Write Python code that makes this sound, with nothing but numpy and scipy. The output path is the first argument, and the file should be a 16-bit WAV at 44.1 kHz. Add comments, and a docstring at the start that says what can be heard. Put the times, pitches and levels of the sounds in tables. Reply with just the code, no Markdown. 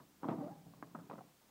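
"""An open skatepark, the microphone several metres from a low, hollow concrete ledge.
A skateboard's trucks knock down on the edge and the ledge booms; the board scrapes on over grit,
its wheels stick and slip in a short rising squeal, and it stalls. Board and shoes clack and thud
as the rider steps off. Ramps and trees return a dull echo; a faint hiss lies under everything."""
import sys
import numpy as np
from scipy import signal
from scipy.fft import rfft, irfft
from scipy.io import wavfile
from scipy.ndimage import uniform_filter1d

SR = 44100
rng = np.random.default_rng(int(sys.argv[2]) if len(sys.argv) > 2 else 0)


def transcribe(signal):
    """Save signal, clipped to [-1, 1], as a 16-bit WAV file at the path in sys.argv[1]."""
    frames = np.atleast_2d(signal).T
    limited = np.clip(frames, -1, 1)
    pcm = np.round(limited * 32767).astype(np.int16)
    wavfile.write(sys.argv[1], SR, pcm)


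N = 66150
TIME = np.arange(N) / SR
CRUNCH_TOP_HZ = 2880   # upper edge of the clacks' tick and of the grit

# Board and shoes hitting the ledge: t/s, clack level/dB, boom level/dB, boom centre f/Hz,
# deck ring f/Hz, ring re clack/dB, clack top f/Hz, rattle trim/dB, rattle t60/s
KNOCKS = [(0.001, -54, -53, 149, 1050, -7, 1500, 6, 0.11),
          (0.2316, -36, -37, 300, 845, 2, 1390, 2.5, 0.069),
          (0.2429, -34, -58, 282, 1030, -1, 1170, 7.5, 0.073),
          (0.2534, -34.5, -32.5, 285, 686, -5, 755, -16, 0.065),
          (0.2859, -33, -28.5, 286.6, 703, 11, 1450, 3.5, 0.1),
          (0.2916, -40, -27.5, 324, 900, 14, 1130, 0, 0.12),
          (0.3140, -35, -31, 240, 720, 0.5, 1070, 4, 0.16),
          (0.3840, -54, -33.5, 259, 866, 16, 990, 4, 0.06),
          (0.4120, -42.5, -39.5, 280, 800, 6, 1210, -4, 0.059),
          (0.665, -63.5, -42, 142.5, 690, 5, 900, 9.5, 0.096),
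          (0.736, -51, -53.5, 210, 1020, 2, 1310, 5, 0.032),
          (0.826, -33.5, -41.5, 303, 1065, 6, 1760, -4, 0.062),
          (0.9470, -45.5, -43.5, 228, 934, 3, 1270, 4, 0.092),
          (0.9501, -36.5, -40, 220, 1285, 11, 1370, -2.5, 0.032),
          (0.955, -38, -49, 225, 627, 5.5, 1390, -2, 0.13),
          (0.9870, -53, -50, 158, 1380, -0.5, 1380, 12, 0.091),
          (1.098, -41, -57, 246, 765, -4, 1480, 5.5, 0.073),
          (1.1116, -35, -56, 377, 990, 6, 1278, -4.5, 0.047),
          (1.138, -47, -43, 220, 650, 9, 1180, 0, 0.044),
          (1.1557, -48, -51.5, 309, 950, -8, 1475, -10, 0.06),
          (1.1811, -45, -71, 303, 532, 5.5, 1410, 2.5, 0.1),
          (1.189, -42.5, -43.5, 181, 1280, 5, 1300, -3, 0.075),
          (1.2078, -49.5, -57, 180, 740, 13, 1170, 2.5, 0.054)]
def clacks():
    """Each hit is a sharp pulse and a dying rattle of the board's parts; both ring the deck briefly."""
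    rattle_db, tick_db, ring_width_hz = -17.5, -31, 90
    out, click = np.zeros(N), signal.unit_impulse(N)
    for s, db, _, _, ring_hz, ring_db, top_hz, trim_db, rattle_t60 in KNOCKS:
        rattle = from_db(rattle_db + trim_db) * rng.standard_normal(N) * decay(rattle_t60) / 2
        force = cut(click, 430, "high") + cut(rattle, 288, "high")
        resonance = signal.iirpeak(ring_hz, ring_hz / ring_width_hz, fs=SR)
        deck = force + from_db(ring_db) * signal.lfilter(*resonance, force)
        clack = cut(deck, top_hz, "low", order=7)
        tick = from_db(tick_db) * cut(deck, CRUNCH_TOP_HZ, "low", order=4)
        pulse_peak = cut(click, top_hz, "low", order=7).max()
        add(out, s, -from_db(db) * (clack + tick) / pulse_peak)
    return out


# Modes of ledge and deck ringing together: f/Hz, relative level/dB, t60/s
LEDGE_MODES = [(135.1, -18, 0.71), (169.6, -6, 0.22), (209.5, -12, 0.2), (251.8, -8, 0.2),
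               (284.5, -5, 0.24), (307.4, -15.5, 0.32), (355, -20, 0.32), (415, -16.5, 0.37),
               (457.5, -10.5, 0.31), (598.7, -4.5, 0.2), (658.6, 0.5, 0.2), (696, -3, 0.22),
               (790, -1.5, 0.2), (868, -9, 0.3), (920, -18, 0.17), (1012, -17.5, 0.62)]
def booms():
    """Each hit thuds in the deck and rings the ledge; the contact point favours modes near one pitch."""
    spread_db, off_centre_db_per_oct, thud_db = 1.5, -12, -8
    out = np.zeros(N)
    chance_db = spread_db * rng.standard_normal((len(KNOCKS), len(LEDGE_MODES)))
    for k, (hz, mode_db, t60) in enumerate(LEDGE_MODES):
        strikes = np.zeros(N)
        for (s, _, boom_db, centre_hz, *_), uneven_db in zip(KNOCKS, chance_db[:, k]):
            focus_db = off_centre_db_per_oct * np.abs(np.log2(hz / centre_hz))
            strikes[int(s * SR)] += from_db(boom_db + mode_db + focus_db + uneven_db)
        out += ring(strikes, hz, t60) / 2
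    for s, _, boom_db, centre_hz, *_ in KNOCKS:
        thud = ring(signal.unit_impulse(N), centre_hz, t60=.09)
        add(out, s, from_db(boom_db + thud_db) * thud)
    return cut(out, 1300, "low", order=3)   # urethane softens the contact


# Wheels and trucks rubbing along the ledge: t/s, level/dB, centre f/Hz
RUB_CURVE = [(0, -61.5, 186), (.08, -72, 213), (.21, -70, 205), (.26, -54.5, 267), (.33, -43, 238),
             (.46, -48.5, 273), (.52, -54, 173), (.61, -59, 176), (.645, -64, 185), (.70, -60, 146),
             (.735, -66, 168), (.77, -60, 138), (.81, -59.5, 154), (.925, -65, 184), (1.0, -52, 152),
             (1.06, -57, 154), (1.10, -56.5, 161), (1.19, -61.5, 171), (1.23, -68, 157), (1.29, -72, 155),
             (1.33, -80, 238), (1.5, -74.5, 220)]
def rumble():
    """Rough concrete under the board keeps the ledge's modes rumbling, damped by the rider's weight."""
    off_centre_db_per_oct, floor_db = -21.5, -37.5
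    level_db, centre_hz = in_time(RUB_CURVE)
    bumps = np.tile(grains(per_s=900, spread_db=3.5), 2)   # the first half lets the ringing build up
    body = np.zeros(N)
    for hz, db, _ in LEDGE_MODES:
        focus_db = np.maximum(off_centre_db_per_oct * np.abs(np.log2(hz / centre_hz)), floor_db)
        body += from_db(db + focus_db) * unit_rms(ring(bumps, hz, t60=.1)[N:])
    steady = body / np.sqrt(uniform_filter1d(body ** 2, size=1800) + 1e-20)
    waver_db = -0.5 * drift(rate_hz=22.8)
    return from_db(level_db + waver_db) * steady


# The trucks' scrape along the edge: t/s, level/dB
SCRAPE_CURVE = [(0, -58), (.07, -82.5), (.2, -83), (.225, -62.5), (.30, -45.5), (.36, -59), (.45, -58.5),
                (.53, -61.5), (.62, -83), (.72, -72.5), (.92, -75), (1.07, -90), (1.125, -50), (1.17, -60),
                (1.24, -86), (1.32, -82.5), (1.5, -75)]
# Its spectrum: f/Hz, relative level/dB
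SCRAPE_SPECTRUM = [(60, -54), (130, 6), (330, 0.5), (500, 4.5), (800, -1), (1250, -3.5), (1650, -26),
                   (1970, -14), (2400, -27.5), (5000, -31), (12000, -68)]
def scrape():
    """Grit is crushed between the trucks and the edge in a dense stream of tiny clicks."""
    level_db, = in_time(SCRAPE_CURVE)
    return from_db(level_db) * coloured(grains(per_s=1800, spread_db=4.0), SCRAPE_SPECTRUM)


# Steps of the wheels' squeal: t/s, length/s, first f/Hz, last f/Hz, level/dB
SQUEALS = [(0.4, 0.034, 780, 741, -52.5), (.42, 0.0643, 554.4, 630, -50), (0.47, 0.033, 676, 711, -52.5),
           (0.496, 0.049, 767, 853, -56), (0.538, .1, 817.5, 784, -69.5)]
def squeal(start, length, from_hz, to_hz, level_db):
    """A wheel dragged sideways sticks and slips: a short, slightly rough glide with a weak octave."""
    fade_s, octave_db = 0.01, -20.5
    end = start + length
    glide_hz = np.interp(TIME, [start, end], [from_hz, to_hz])
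    jitter = 1 + .042 * drift(rate_hz=170)
    phase = 2 * np.pi * np.cumsum(glide_hz * jitter) / SR
    tone = np.sin(phase) + from_db(octave_db) * np.sin(2 * phase)
    fade = np.clip(np.minimum(TIME - start, end - TIME) / fade_s, 0, 1)
    flutter_db = -drift(rate_hz=67)
    return fade * from_db(level_db + flutter_db) * unit_rms(tone)


# Grit under the hardest contacts: t/s, level/dB, t60/s
CRUNCHES = [(0.231, -65, 0.05), (0.286, -58, 0.13), (1.098, -63, 0.082)]
def crunches():
    """Grit crunches under a hit in a brief burst of bright noise."""
    out = np.zeros(N)
    for s, db, t60 in CRUNCHES:
        noise = cut(rng.standard_normal(N), CRUNCH_TOP_HZ, "low", order=4)
        crunch = unit_rms(cut(noise, 1300, "high"))
        add(out, s, from_db(db) * crunch * decay(t60))
    return out


# The ledge's deep note under the rider's weight: t/s, level/dB
DRONE_CURVE = [(0, -85), (.2, -81.5), (.33, -76), (.6, -80.5), (.8, -75.5), (1.1, -94), (1.3, -94),
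               (1.5, -82)]
# Its spectrum: f/Hz, relative level/dB
DRONE_SPECTRUM = [(35, -12.5), (58, -13), (72, 4), (90, -12), (140, -6), (400, -49)]
def ledge_drone():
    """The hollow ledge drones faintly below its other modes."""
    level_db, = in_time(DRONE_CURVE)
    return from_db(level_db) * coloured(rng.standard_normal(N), DRONE_SPECTRUM)


def park_echo(direct):
    """Ramps and trees scatter a faint, dull echo that reaches the microphone after the direct sound."""
    delay_s, echo_db = .04, -14.5
    tail = np.zeros(N)
    scatter = rng.standard_normal(N) * decay(t60=0.54)
    add(tail, delay_s, cut(scatter / np.linalg.norm(scatter), 1200, "low"))
    return from_db(echo_db) * signal.fftconvolve(direct, tail)[:N]


# Noise floor at the microphone: f/Hz, relative level/dB
AIR_SPECTRUM = [(20, -12), (45, 5), (75, -3), (130, 7), (280, 11), (500, 6), (1000, 5), (2000, 1.5),
                (4000, 0), (8000, -1.5), (11000, -5), (15500, -0.5)]
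def air_hiss():
    """Open air and the microphone's own noise make a faint, steady hiss."""
    return from_db(-69.5) * coloured(rng.standard_normal(N), AIR_SPECTRUM)


def from_db(db):
    """Decibels to gain."""
    return 10 ** (np.asarray(db) / 20)


def unit_rms(x):
    """Scale to unit power."""
    return x / np.sqrt(np.mean(x ** 2) + 1e-20)


def in_time(rows):
    """Each column of a curve, at every sample."""
    s, *columns = np.transpose(rows)
    return [np.interp(TIME, s, column) for column in columns]


def cut(x, hz, kind, order=2):
    """Butterworth low- or high-pass."""
    return signal.sosfilt(signal.butter(order, hz, kind, fs=SR, output="sos"), x + 1e-18)


def coloured(x, spectrum):
    """Give a steady sound a smooth spectrum, at unit power."""
    hz, db = np.transpose(spectrum)
    bin_hz = np.maximum(np.fft.rfftfreq(N, 1 / SR), 1)
    gain = from_db(np.interp(np.log(bin_hz), np.log(hz), db))
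    return unit_rms(irfft(rfft(x) * gain, N))


def drift(rate_hz):
    """Slow random wander with unit spread."""
    return unit_rms(cut(rng.standard_normal(2 * N), rate_hz, "low")[N:])


def ring(clicks, hz, t60):
    """A unit click sets a sine of height 1 ringing."""
    radius, angle = from_db(-60 / (t60 * SR)), 2 * np.pi * hz / SR
    return signal.lfilter([0, np.sin(angle)], [1, -2 * radius * np.cos(angle), radius ** 2], clicks + 1e-18)


def decay(t60):
    """Exponential fall from 1, by 60 dB in t60 seconds."""
    return np.exp(-np.log(1000) * TIME / t60)


def grains(per_s, spread_db):
    """Random tiny contacts of uneven size."""
    contacts = (rng.random(N) < per_s / SR) * rng.choice([-1, 1], N)
    return contacts * from_db(spread_db * np.minimum(rng.exponential(1, N), 4))


def add(out, s, sound):
    """Mix a sound in from time s."""
    start = int(s * SR)
    out[start:] += sound[:N - start]


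def scene():
    """From several metres off, in mono: the board with its bass rolled off, echo, drone and hiss."""
    microphone_low_hz = 124
    board = clacks() + booms() + rumble() + scrape() + crunches()
    board += sum(squeal(*step) for step in SQUEALS)
    board = cut(board, microphone_low_hz, "high", order=6)
    hiss = air_hiss()
    return (board + park_echo(board) + ledge_drone() + hiss)[None]


def record(dry):
    """The treble is cut steeply above 15.7 kHz."""
    return signal.sosfilt(signal.ellip(10, .1, 70, 15700, fs=SR, output="sos"), dry)


dry = scene()
out = record(dry)
transcribe(out)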